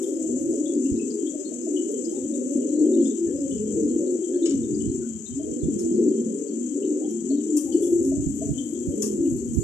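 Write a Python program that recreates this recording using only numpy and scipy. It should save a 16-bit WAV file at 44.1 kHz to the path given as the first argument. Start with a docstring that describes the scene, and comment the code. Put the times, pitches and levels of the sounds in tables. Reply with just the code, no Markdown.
"""A brick courtyard beside a pigeon loft, where a flock coos: overlapping syrinx tones rolled by flutter.
Near birds stand out of the chorus, with throbs and short high hoots; other notes are faint and distant.
Wings swish and clap in shaped noise, feathers rustle, beaks tick; the loft's wire front rattles once as modes.
Sparrows chirp far off, another bird cheeps, a thin trill wavers, and walls return sparse echoes.
A narrow hiss stays on the left, puffs of low wind noise hit the right microphone port, over outdoor air."""
import sys
import numpy as np
from scipy import signal
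from scipy.fft import rfft, irfft, next_fast_len
from scipy.io import wavfile
from scipy.ndimage import uniform_filter1d

SR = 44100
rng = np.random.default_rng(int(sys.argv[2]) if len(sys.argv) > 2 else 0)


def generate_wav(signal):
    """Clip the signal to [-1, 1] and save it as 16-bit WAV at the path in sys.argv[1]."""
    frames = np.transpose(np.atleast_2d(signal))
    scaled = np.clip(frames, -1, 1) * 32767
    pcm = np.round(scaled).astype(np.int16)
    wavfile.write(sys.argv[1], SR, pcm)


N = 424683
TIME_S = np.arange(N) / SR
LAG_S = 0.00013  # left port after right


def gain_of(db):
    """Decibels to amplitude."""
    return 10 ** (np.asarray(db) / 20)


def evened(x):
    """Scales to rms 1."""
    return x / np.sqrt(np.mean(x ** 2) + 1e-20)


def read(points, hz):
    """A spectrum joined by straight lines over log frequency."""
    point_hz, value = np.transpose(points)
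    return np.interp(np.log(hz + 1), np.log(point_hz + 1), value)


def level(rows):
    """A dB curve as a gain for every sample."""
    return gain_of(np.interp(TIME_S, *np.transpose(rows)))


def swells(rows, rise_s, fall_s):
    """Gain for every sample from events that rise, hold and fall; overlaps add in power."""
    power = np.zeros(N)
    for start_s, length_s, level_db in rows:
        rise = (TIME_S - start_s) / rise_s
        fall = (start_s + length_s - TIME_S) / fall_s
        power += (gain_of(level_db) * np.clip(np.minimum(rise, fall), 0, 1)) ** 2
    return np.sqrt(power)


def add(mix, start_s, sound):
    """Mixes a sound in at start_s, cut at the end of the mix."""
    part = mix[..., max(round(start_s * SR), 0):][..., :sound.shape[-1]]
    part += sound[..., :part.shape[-1]]


def coloured(x, colour, tilt_db=0):
    """Gives x a spectrum, tilted per octave, at rms 1."""
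    size = next_fast_len(x.shape[-1])
    hz = np.fft.rfftfreq(size, 1 / SR)
    gain = gain_of(read(colour, hz) + tilt_db * np.log2(hz + 1))
    return evened(irfft(rfft(x, size) * gain, size)[..., :x.shape[-1]])


def wander(size, rate_hz):
    """Random drift of about unit size: straight lines between rate_hz random knots a second."""
    at = np.arange(size) * rate_hz / SR
    knots = rng.standard_normal(size // 100 + 4)
    return np.interp(at, np.arange(len(knots)), knots)


def noise():
    """White noise, independent at the two ports."""
    return rng.standard_normal((2, N))


def placed(x, left_db, lag_s=LAG_S):
    """Two ports: louder on the left by left_db, later on the left by lag_s."""
    at = np.arange(len(x))
    left = np.interp(at - lag_s * SR, at, x)
    return np.array([left * gain_of(left_db / 2), x * gain_of(-left_db / 2)])


# echo decay of the walls: frequency_hz, t60_s
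WALL_DECAY = [(400,0.56),(10000,0.32)]


def yard(x, likeness):
    """Sparse wall echoes of random sign, each band dying at its own speed; likeness correlates the ports."""
    size, step = SR // 20, 20
    at = np.arange(size) * step + rng.integers(0, step, (2, size))
    taps = np.zeros((2, size * step))
    np.put_along_axis(taps, at, rng.choice([-1., 1.], (2, size)), 1)
    taps[:, :SR // 200] = 0  # no echo in the first 5 ms
    taps[1] = likeness * taps[0] + np.sqrt(1 - likeness ** 2) * taps[1]
    hz, t, bands = signal.stft(taps, SR, nperseg=256)
    decay = gain_of(-60 * t / read(WALL_DECAY, hz)[:, None])
    tail = signal.istft(bands * decay, SR)[1]
    return signal.fftconvolve(x, tail / np.linalg.norm(tail[0]), axes=1)[:, :N]


def syrinx(hz, rough, flutter_hz):
    """A nearly pure tone, pitch and strength rolled by an uneven flutter; returns strength and phase."""
    size = len(hz)
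    flutter = np.cumsum(flutter_hz * (1 + 0.3045 * wander(size, 29.6))) / SR
    roll = np.sin(2 * np.pi * (flutter + rng.random()))
    shaken_hz = hz * (1 + rough * (0.1 * roll + 0.0611 * wander(size, 90.33)))
    phase = 2 * np.pi * (np.cumsum(shaken_hz) / SR + rng.random())
    return (1 + rough * roll) / np.sqrt(1 + rough ** 2 / 2), phase


def notes(rows, length_s, glide, rough, flutter_hz, gain_db):
    """Short calls that swell quickly, glide by a share of their pitch and fade."""
    out, u = np.zeros(N), np.linspace(0, 1, int(length_s * SR))
    swell = np.sin(np.pi * u ** 0.6) ** 2
    for time_s, level_db, pitch_hz in rows:
        strength, phase = syrinx(pitch_hz * (1 + glide * (u - .4)), rough, flutter_hz)
        call = gain_of(level_db + gain_db) * swell * strength * np.sin(phase)
        add(out, time_s - length_s / 10, call)
    return out


# outdoor background spectrum: frequency_hz, relative_db_per_hz
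AIR_COLOUR = [(20,-13.5),(130,12.5),(300,16.5),(700,3.5),(1500,1),(3600,-4),(7200,9),(10500,-8.5),(14000,-13)]


def air():
    """Steady outdoor background as shaped noise."""
    return gain_of(-57.5) * coloured(noise(), AIR_COLOUR)


# hiss before port gains: time_s, level_db
HISS_LEVEL = [(0,-41),(4,-42),(6.6,-44),(7.9,-41),(9.63,-44)]
# hiss spectrum: frequency_hz, relative_db_per_hz
HISS_BAND = [(2000,-28.5),(2950,-19.5),(3500,-39),(5470,-33),(5660,-10),(6400,2),(7400,8.5),(8100,3),(8500,-25.5),(10000,-40),(12400,-26.5),(14000,-49)]


def hiss(left_db=6, right_db=-22, flicker_db=1.35, grain_db=2.09):
    """A narrow band of high, grainy hiss, combed by the echo from a nearby wall."""
    grain = gain_of(flicker_db * wander(N, 22) + grain_db * wander(N, 260))
    grainy = coloured(noise(), HISS_BAND) * grain
    combed = grainy + .3 * np.roll(grainy, round(.00433 * SR), axis=1)
    return evened(combed) * level(HISS_LEVEL) * gain_of([[left_db], [right_db]])


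# wind spectrum: frequency_hz, relative_db_per_hz
WIND_BAND = [(20,-60.5),(40,-37.5),(65,-1),(150,-1.5),(260,-6.5),(400,-27.5),(800,-71.5)]
# gusts before gain: start_s, length_s, level_db
WIND_GUSTS = [(.2,0.4,-42),(.9,0.31,-47),(2.12,0.21,-47.5),(3.22,0.834,-38),(4.48,0.58,-32.5),(5,1.024,-40.5),(7.62,3.3,-41.5),(7.9,0.76,-35),(9.25,0.37,-29.5)]
# single buffets of wind: start_s, peak_gain_db
WIND_BUFFETS = [(0.912, -27), (5.628, -16.5), (8.171, -20), (8.265, -21.5), (8.487, -18.5), (8.872, -26),
                (9.567, -13)]


def wind(buffet_s=0.011, calm_db=-72, gain_db=-2, lumpy_db=3):
    """Lumpy low turbulence, nearly all on the right port."""
    gusts = gain_of(calm_db) + swells(WIND_GUSTS, rise_s=0.054, fall_s=0.083)
    push = gusts * gain_of(gain_db + lumpy_db * wander(N, 25))
    u = np.arange(SR // 5) / SR / buffet_s
    for start_s, peak_db in WIND_BUFFETS:
        add(push, start_s, gain_of(peak_db) * u * np.exp(1 - u))
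    return push * coloured(noise(), WIND_BAND) * gain_of([[-25], [0]])


def whine(whine_hz=3150, whine_db=-63, jitter=.016, drift_db=3):
    """A faint, thin trill, perhaps an insect, that wavers and comes and goes."""
    pulses = np.maximum(wander(N, 45) + 0.76, 0)
    strength = evened(pulses * gain_of(drift_db * wander(N, 5)))
    phase = 2 * np.pi * np.cumsum(whine_hz * (1 + jitter * wander(N, 400))) / SR
    return gain_of(whine_db) * strength * np.sin(phase) * gain_of([[0], [-18]])


# thin high cheeps of another bird: time_s
CHEEP_TIMES = [.03,.15,.52,.85,.98,1.39,1.62,3.04,3.37,5.93]


def cheeps(cheep_hz=5120, cheep_db=-69):
    """A distant bird repeats one thin, trembling note."""
    rows = [(time_s, cheep_db, cheep_hz) for time_s in CHEEP_TIMES]
    return notes(rows, length_s=0.061, glide=0, rough=.05, flutter_hz=60, gain_db=-2.0)


# clear sparrow chirps, before placing: start_s, level_db, pitch_hz
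CLEAR_CHIRPS = [(.03,-61.5,3200),(.653,-59.5,3390),(.848,-66,2780),(.988,-65,2590),(1.097,-59.5,4640),(1.263,-62.5,3240),(1.447,-64.5,4300),
                (1.76,-56,2940),(2.04,-60,5050),(2.93,-66.5,3710),(3.05,-60,3540),(3.508,-61.5,3080),
                (4.421,-60,3660),(4.738,-63,4970),(4.8,-63.5,3025),(5.256,-61,3680),(6.82,-65.5,3020),
                (7.3,-62.5,4400),(7.718,-63,3010),(7.72,-63.5,4530),(7.824,-65,3340),(8.576,-57.5,3160)]


def sparrows(count=50, far_db=-72.5, weaker_db=-7, length_s=0.033, glide=0.068, rasp=.014, ragged_db=3,
             apart=.1):
    """Each syrinx side sings its own raspy, sliding tone; clear chirps stand over farther chatter."""
    out, u = np.zeros(N), np.linspace(0, 1, int(length_s * SR))
    far = [(s * N / SR, far_db, 2900 * 2 ** octave) for s, octave in rng.random((count, 2))]
    for start_s, level_db, pitch_hz in list(CLEAR_CHIRPS) + far:
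        second_hz = pitch_hz * (1 + rng.choice([-apart, apart]))
        for hz, voice_db in ((pitch_hz, 0), (second_hz, weaker_db)):
            slide = glide * rng.uniform(-1.0, 1) * (u - .5)
            tone_hz = hz * (1 + slide + rasp * wander(len(u), 400))
            ragged = gain_of(level_db + voice_db + ragged_db * wander(len(u), 250))
            swell = ragged * np.sin(np.pi * u ** .65) ** 2
            add(out, start_s, swell * np.sin(2 * np.pi * np.cumsum(tone_hz) / SR))
    return out


# faint, distant bird notes, before gain: time_s, level_db, pitch_hz
DISTANT_NOTES = [(2.13,-67.5,802),(3.27,-73,1680),(4.335,-72,1650),(5.02,-69.5,1465),(7.02,-61,737),(7.67,-62.5,794)]


def peeps():
    """Faint distant birds give fluttering notes of steady mean pitch."""
    return notes(DISTANT_NOTES, length_s=0.086, glide=0, rough=0.4, flutter_hz=38.7, gain_db=13.0)


# close beak taps, before placing: start_s, level_db
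CLOSE_PECKS = [(4.495,-37),(7.5032,-37.5)]


def pecks(ring_hz=7200, decay_s=0.0012, count=60, far_db=-49):
    """Tiny bright ticks of beaks on the ground: a few close ones among many farther off."""
    out, t = np.zeros(N), np.arange(SR // 100) / SR
    ticks = [(start_s, level_db, ring_hz) for start_s, level_db in CLOSE_PECKS]
    for s, away, pitch in rng.random((count, 3)):
        ticks.append((s * N / SR, far_db - 10 * away, ring_hz * 2 ** ((pitch - .5) / 2)))
    envelope = t / decay_s * np.exp(1 - t / decay_s)
    for start_s, level_db, hz in ticks:
        add(out, start_s, gain_of(level_db) * np.sin(2 * np.pi * hz * t) * envelope)
    return out


def struck(blows, modes, t60_s, rise_s, shake_hz, ragged_db=3):
    """Each blow rings a loose part's modes, low ones longest; rattling shakes pitch and roughens the fade."""
    out, t = np.zeros(N), np.arange(SR // 2) / SR
    lowest_hz = modes[0][0]  # t60_s is that of the lowest mode
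    for start_s, blow_db in blows:
        for mode_hz, mode_db in modes:
            decay = np.exp(-np.log(1000) * t / t60_s * np.sqrt(mode_hz / lowest_hz))
            envelope = np.minimum(t / rise_s, 1) * decay
            turns = np.cumsum(mode_hz + shake_hz * wander(len(t), 400)) / SR + rng.random()
            gain = gain_of(blow_db + mode_db + ragged_db * wander(len(t), 200))
            add(out, start_s, gain * envelope * np.sin(2 * np.pi * turns))
    return out


# knocks, probably feet on the wire front: start_s, relative_db
WIRE_KNOCKS = [(4.456,-41),(4.494,-57),(4.507,-49)]
# modes of the wire: frequency_hz, relative_db
WIRE_MODES = [(1265,-15),(1700,-18),(2250,-10),(2900,-5.5),(3030,0),(3550,-7),(4270,-2),(5020,0.5),(5660,4),(6600,9),(7800,7),(8760,-2)]
# birds striking a perch as they land and clap their wings: start_s, relative_db
PERCH_LANDINGS = [(7.567,-55.5),(9.028,-51)]
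# modes of the perch: frequency_hz, relative_db
PERCH_MODES = [(900,-6),(1150,-2),(1690,-8.5),(2690,4),(4520,5),(4860,11)]


def loft():
    """The wire front rattles and a perch rings, echoed by the walls."""
    wire = struck(WIRE_KNOCKS, WIRE_MODES, t60_s=.19, rise_s=.0025, shake_hz=170)
    perch = struck(PERCH_LANDINGS, PERCH_MODES, t60_s=0.23, rise_s=.0068, shake_hz=45)
    rings = placed(wire + perch, left_db=11.5)
    return rings + gain_of(-6.0) * yard(rings, likeness=.2)


# stretches of thin, feathery rustle: start_s, length_s, level_db
RUSTLE_STRETCHES = [(.2,0.45,-65),(7.55,2.5,-58.5)]
# rustle spectrum: frequency_hz, relative_db_per_hz
RUSTLE_BAND = [(4000,-43),(8500,-12.5),(11000,2.5),(12500,-7),(14300,-25.5)]


def rustle(rise_s=0.081, fall_s=0.063, patchy_db=4, grain_db=4.0, right_db=-5):
    """Feathers shuffle in uneven patches of fine grain."""
    grain = gain_of(patchy_db * wander(N, 14) + grain_db * wander(N, 260))
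    feathers = coloured(noise() * grain, RUSTLE_BAND)
    return swells(RUSTLE_STRETCHES, rise_s, fall_s) * feathers * gain_of([[0], [right_db]])


# wing swishes and claps, before port gains: start_s, level_db, t60_s, tilt_db_per_octave
WING_STROKES = [(.01,-41.5,0.63,10),(1.91,-40,0.14,8),(2.1,-42.5,0.29,-1),(2.511,-44.5,0.18,3.5),(5.787,-34,0.23,-2.5),(7.1,-39.5,0.14,4),(7.565,-27,0.31,6),(7.816,-38,0.44,5.5),(8.041,-39,0.31,1),(9.019,-24,.29,1)]
# stroke spectrum before tilt: frequency_hz, relative_db_per_hz
WING_COLOUR = [(1000,-32),(4500,-28.5),(5700,-3),(7200,1.5),(9000,-7),(11000,-17),(14300,-26.5)]


def wings(rise_s=0.0029, grain_db=2.0, snaps_per_s=800, snap_db=-4.5, ripple_db=4.0):
    """Feathers brush and snap past each other in a crackling burst; each stroke has its own uneven colour."""
    out, t = np.zeros((2, N)), np.arange(SR) / SR
    hardest_db = max(row[1] for row in WING_STROKES)
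    for start_s, level_db, t60_s, tilt_db in WING_STROKES:
        snaps = evened((rng.random(SR) < snaps_per_s / SR) * rng.uniform(-1, 1, SR))
        brush = rng.standard_normal((2, SR)) * gain_of(grain_db * wander(SR, 140))
        spectrum = rfft(brush + gain_of(snap_db) * snaps)
        ripple = gain_of(ripple_db * wander(spectrum.shape[1], 300))  # drifts along frequency
        stroke = coloured(irfft(spectrum * ripple, SR), WING_COLOUR, tilt_db)
        stroke_rise_s = rise_s * gain_of(0.66 * (hardest_db - level_db))  # gentle strokes start slowly
        envelope = np.minimum(t / stroke_rise_s, 1) * np.exp(-np.log(1000) * t / t60_s)
        add(out, start_s, stroke * envelope * gain_of(level_db + np.array([[2], [-6]])))
    return out


# short high hoots, before gain: time_s, level_db, pitch_hz
HIGH_HOOTS = [(0.366, -42.5, 633), (0.531, -41, 637), (1.338, -36.5, 590), (1.52, -37.5, 623),
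              (1.667, -37.5, 625), (5.397, -35.5, 644), (7.307, -39.5, 599), (8.119, -32.5, 627),
              (8.413, -31, 630)]


def hoots():
    """One bird gives short high syrinx notes with a slight upward glide."""
    return notes(HIGH_HOOTS, length_s=0.039, glide=0.014, rough=0.36, flutter_hz=30.5, gain_db=-1.5)


def steadied(x):
    """Evens out the slow swells of a crowd, keeping its flutter."""
    power = uniform_filter1d((x ** 2).mean(0), size=4000)
    return x / np.sqrt(power + 1e-4 * np.mean(x ** 2))


# how busy the rest of the flock is: time_s, level_db
FLOCK_LEVEL = [(0,-27),(.75,-27),(1.55,-33.5),(1.8,-28.5),(2.72,-29),(3.0,-23.5),(3.2,-31),(3.9,-26.5),(4.88,-29),(5.27,-46.5),(5.48,-31),(6.06,-22.5),(6.42,-30),(7.3,-30.5),(8.0,-26.5),(8.25,-34),(9.1,-26.5),(9.63,-31.5)]
# what the crop lets through: frequency_hz, relative_db
CROP_COLOUR = [(300,-10),(420,0),(480,1),(525,-4),(580,-12),(650,-22),(750,-44),(1200,-75)]
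# bouts of harder pressing, overtones standing out; before overtone_db: start_s, length_s, level_db
PRESSED_BOUTS = [(0,0.85,-41),(1.3,0.55,-45),(1.86,0.45,-40),(2.3,0.85,-37),(3.24,0.99,-37.5),(4.25,0.57,-43),(5.42,0.44,-40),(5.76,.64,-38),(6.74,0.407,-39.5),(7.68,.45,-45),(8.87,0.35,-38)]


def flock(count=130, low_hz=203, high_hz=390, rough=0.5, overtone_db=-1.0, calm_db=-19.5, near_db=5,
          growl=0.29):
    """Many rolling coos overlap, each an arch of pitch from its own place in the yard."""
    coos, overtones = np.zeros((2, 2, N + SR))
    for k, (start, length, pitch, flutter, side, near) in enumerate(rng.random((count, 6))):
        u = np.linspace(0, 1, int((1 + length) * SR / 5))
        arch = np.sin(np.pi * u)
        register = (k % 3 + pitch) / 3  # deep, middle and high voices mingle
        hz = (low_hz + (high_hz - low_hz) * register) * (.86 + .2 * arch)
        strength, phase = syrinx(hz, rough, 18 * (1 + flutter))
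        strength = strength * arch * gain_of(near_db * near)
        strength = strength * (1 + growl * (1 - register) * wander(len(u), 200))  # deep voices rasp most
        start_s = (k + start) / count * (N / SR + .5)
        left_db = 2.0 + 7 * (side - .5)
        lag_s = LAG_S + 0.00065 * (.5 - side)
        add(coos, start_s, placed(strength * np.sin(phase), left_db, lag_s))
        add(overtones, start_s, placed(strength * np.sin(2 * phase), left_db, lag_s))
    # drop the first half second, where the chorus builds up
    coos, overtones = (x[:, SR // 2:][:, :N] for x in (coos, overtones))
    coos = steadied(coos + 0.29 * yard(coos, likeness=0.71))
    overtones = overtones + 0.53 * yard(overtones, likeness=0.069)
    overtones = steadied(coloured(overtones, CROP_COLOUR))
    busy = level(FLOCK_LEVEL)
    pressed = np.hypot(gain_of(calm_db) * busy, swells(PRESSED_BOUTS, rise_s=0.036, fall_s=0.1))
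    return busy * coos + gain_of(overtone_db) * pressed * overtones


# short throbs that open or accent a coo, before gain: time_s, level_db, pitch_hz
COO_THROBS = [(.849,-22.5,262),(1.233,-22.5,305),(2.557,-19,263.5),(2.809,-18,315),(3.954,-22.5,325),(5.685,-22.5,286),(6.073,-19,289),(7.743,-18.5,328)]


def throbs():
    """Brief falling syrinx notes, rolled by flutter."""
    return notes(COO_THROBS, length_s=0.0326, glide=-0.14, rough=0.5, flutter_hz=40.3, gain_db=5.5)


# coos of the near birds, before placing: start_s, length_s, pitch_hz, glide_share, level_db, roughness_0_to_1
NEAR_COOS = [(.279,.33,252.1,0.049,-24.5,0.31),(.42,0.21,324.3,-0.14,-26.5,0.41),(.66,0.24,290,-0.25,-24,0.47),(.72,0.34,232.7,-0.072,-27,0.45),(.88,.16,340.5,-0.087,-27,0.25),(1.063,0.18,410,-0.16,-27.5,0.19),
             (1.365,0.21,323.6,0.088,-30.5,0.26),(1.636,0.22,285.8,-0.23,-24.5,0.53),(1.728,.14,353,-0.18,-27.5,0),(2.233,0.28,239.5,0.19,-28.5,0.12),(2.42,0.21,350,0,-32,0.28),
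             (2.601,.3,290,.18,-24,0.66),(2.782,0.27,354.5,0,-19,0.48),(2.84,.27,234,-.08,-22.5,0.3),(2.99,0.1,270.2,-0.14,-18.5,.3),(3.157,.15,335,-0.065,-24.5,0.33),
             (3.264,0.27,282.5,-0.065,-26.5,0.1),(3.66,0.21,462,-.14,-33.5,.1),(3.748,0.15,307.2,-0.36,-20.5,0.17),(3.99,0.08,550,-.03,-33,0.12),(3.997,.18,352,0.008,-22,0.23),(4.3,.22,340.3,-0.19,-19.5,0.4),
             (4.491,0.085,275.4,-0.13,-18.5,0.36),(4.649,0.3,286,-.15,-27,0.17),(4.66,.4,373.6,-0.034,-32,0.41),(4.898,0.31,229.7,-0.14,-29,0.24),(5.283,0.17,272,0.23,-26.5,0.08),
             (5.8,0.22,247.7,0.13,-25,0.42),(5.901,.2,335.6,-0.14,-22,.6),(5.96,.12,389.6,-0.15,-21.5,0.64),(6.091,.206,217.7,-0.12,-28.5,0.32),(6.49,0.21,234.9,0.13,-27,0.17),
             (6.661,.45,293.3,0.12,-27,0.54),(6.739,0.27,380.8,.024,-27,0.44),(7.117,0.12,347.2,-0.015,-26.5,0.24),(7.21,0.19,393,0.011,-28,0.24),
             (7.231,0.18,275.3,0.19,-19,.05),(7.469,0.16,291.3,-0.14,-21,0.37),(7.737,.29,344.1,-0.04,-19.5,0.31),(7.98,.14,373,-0.061,-27.5,0.17),(8.001,.13,268,0.027,-20,0.06),
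             (8.11,0.24,275.9,-0.102,-25.5,0.24),(8.34,0.27,282.5,-0.079,-28,0.37),(9.15,0.14,338,-0.012,-24.5,0.08),(9.18,0.15,271.8,-0.21,-22.5,.35)]


def near_coos(flutter_hz=33, swell_db=6, overtone_db=-46, climax=0.57, arch=0.027):
    """Coos glide, swell and arch in pitch to a climax; the swollen crop passes hardly any overtone."""
    out = np.zeros(N)
    for start_s, length_s, pitch_hz, glide, level_db, rough in NEAR_COOS:
        u = np.linspace(0, 1, int(length_s * SR))
        effort = np.interp(u, [0, climax, 1], [0, 1, 0])
        hz = pitch_hz * (1 + glide * (u - .5) + arch * (effort - .5))
        strength, phase = syrinx(hz, rough, flutter_hz)
        swell = gain_of(level_db - swell_db * (1 - effort)) * signal.windows.tukey(len(u), .2)
        tone = np.sin(phase) + gain_of(overtone_db) * np.sin(2 * phase)
        add(out, start_s, swell * strength * tone)
    return out


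def scene():
    """Birds and their echoes in the yard, with hiss, air and wind."""
    background = air() + hiss() + wind() + whine()
    small = placed(cheeps() + sparrows() + pecks(), left_db=37.0)
    small = small + gain_of(-3.5) * yard(small, likeness=.2)
    high = placed(peeps(), left_db=1.0) + placed(hoots(), left_db=6.0)
    high = high + gain_of(-7.0) * yard(high, likeness=0.98)
    near = placed(throbs() + near_coos(), left_db=2.5)
    near = near + gain_of(-6.5) * yard(near, likeness=0.98)
    return background + small + loft() + rustle() + wings() + high + flock() + near


def record(dry, edge_hz=14350):
    """The recorder's band limit: a linear-phase low-pass."""
    low_pass = signal.firwin(511, edge_hz, window=("kaiser", 9), fs=SR)
    return signal.oaconvolve(dry, low_pass[None], "same")


dry = scene()
out = record(dry)
generate_wav(out)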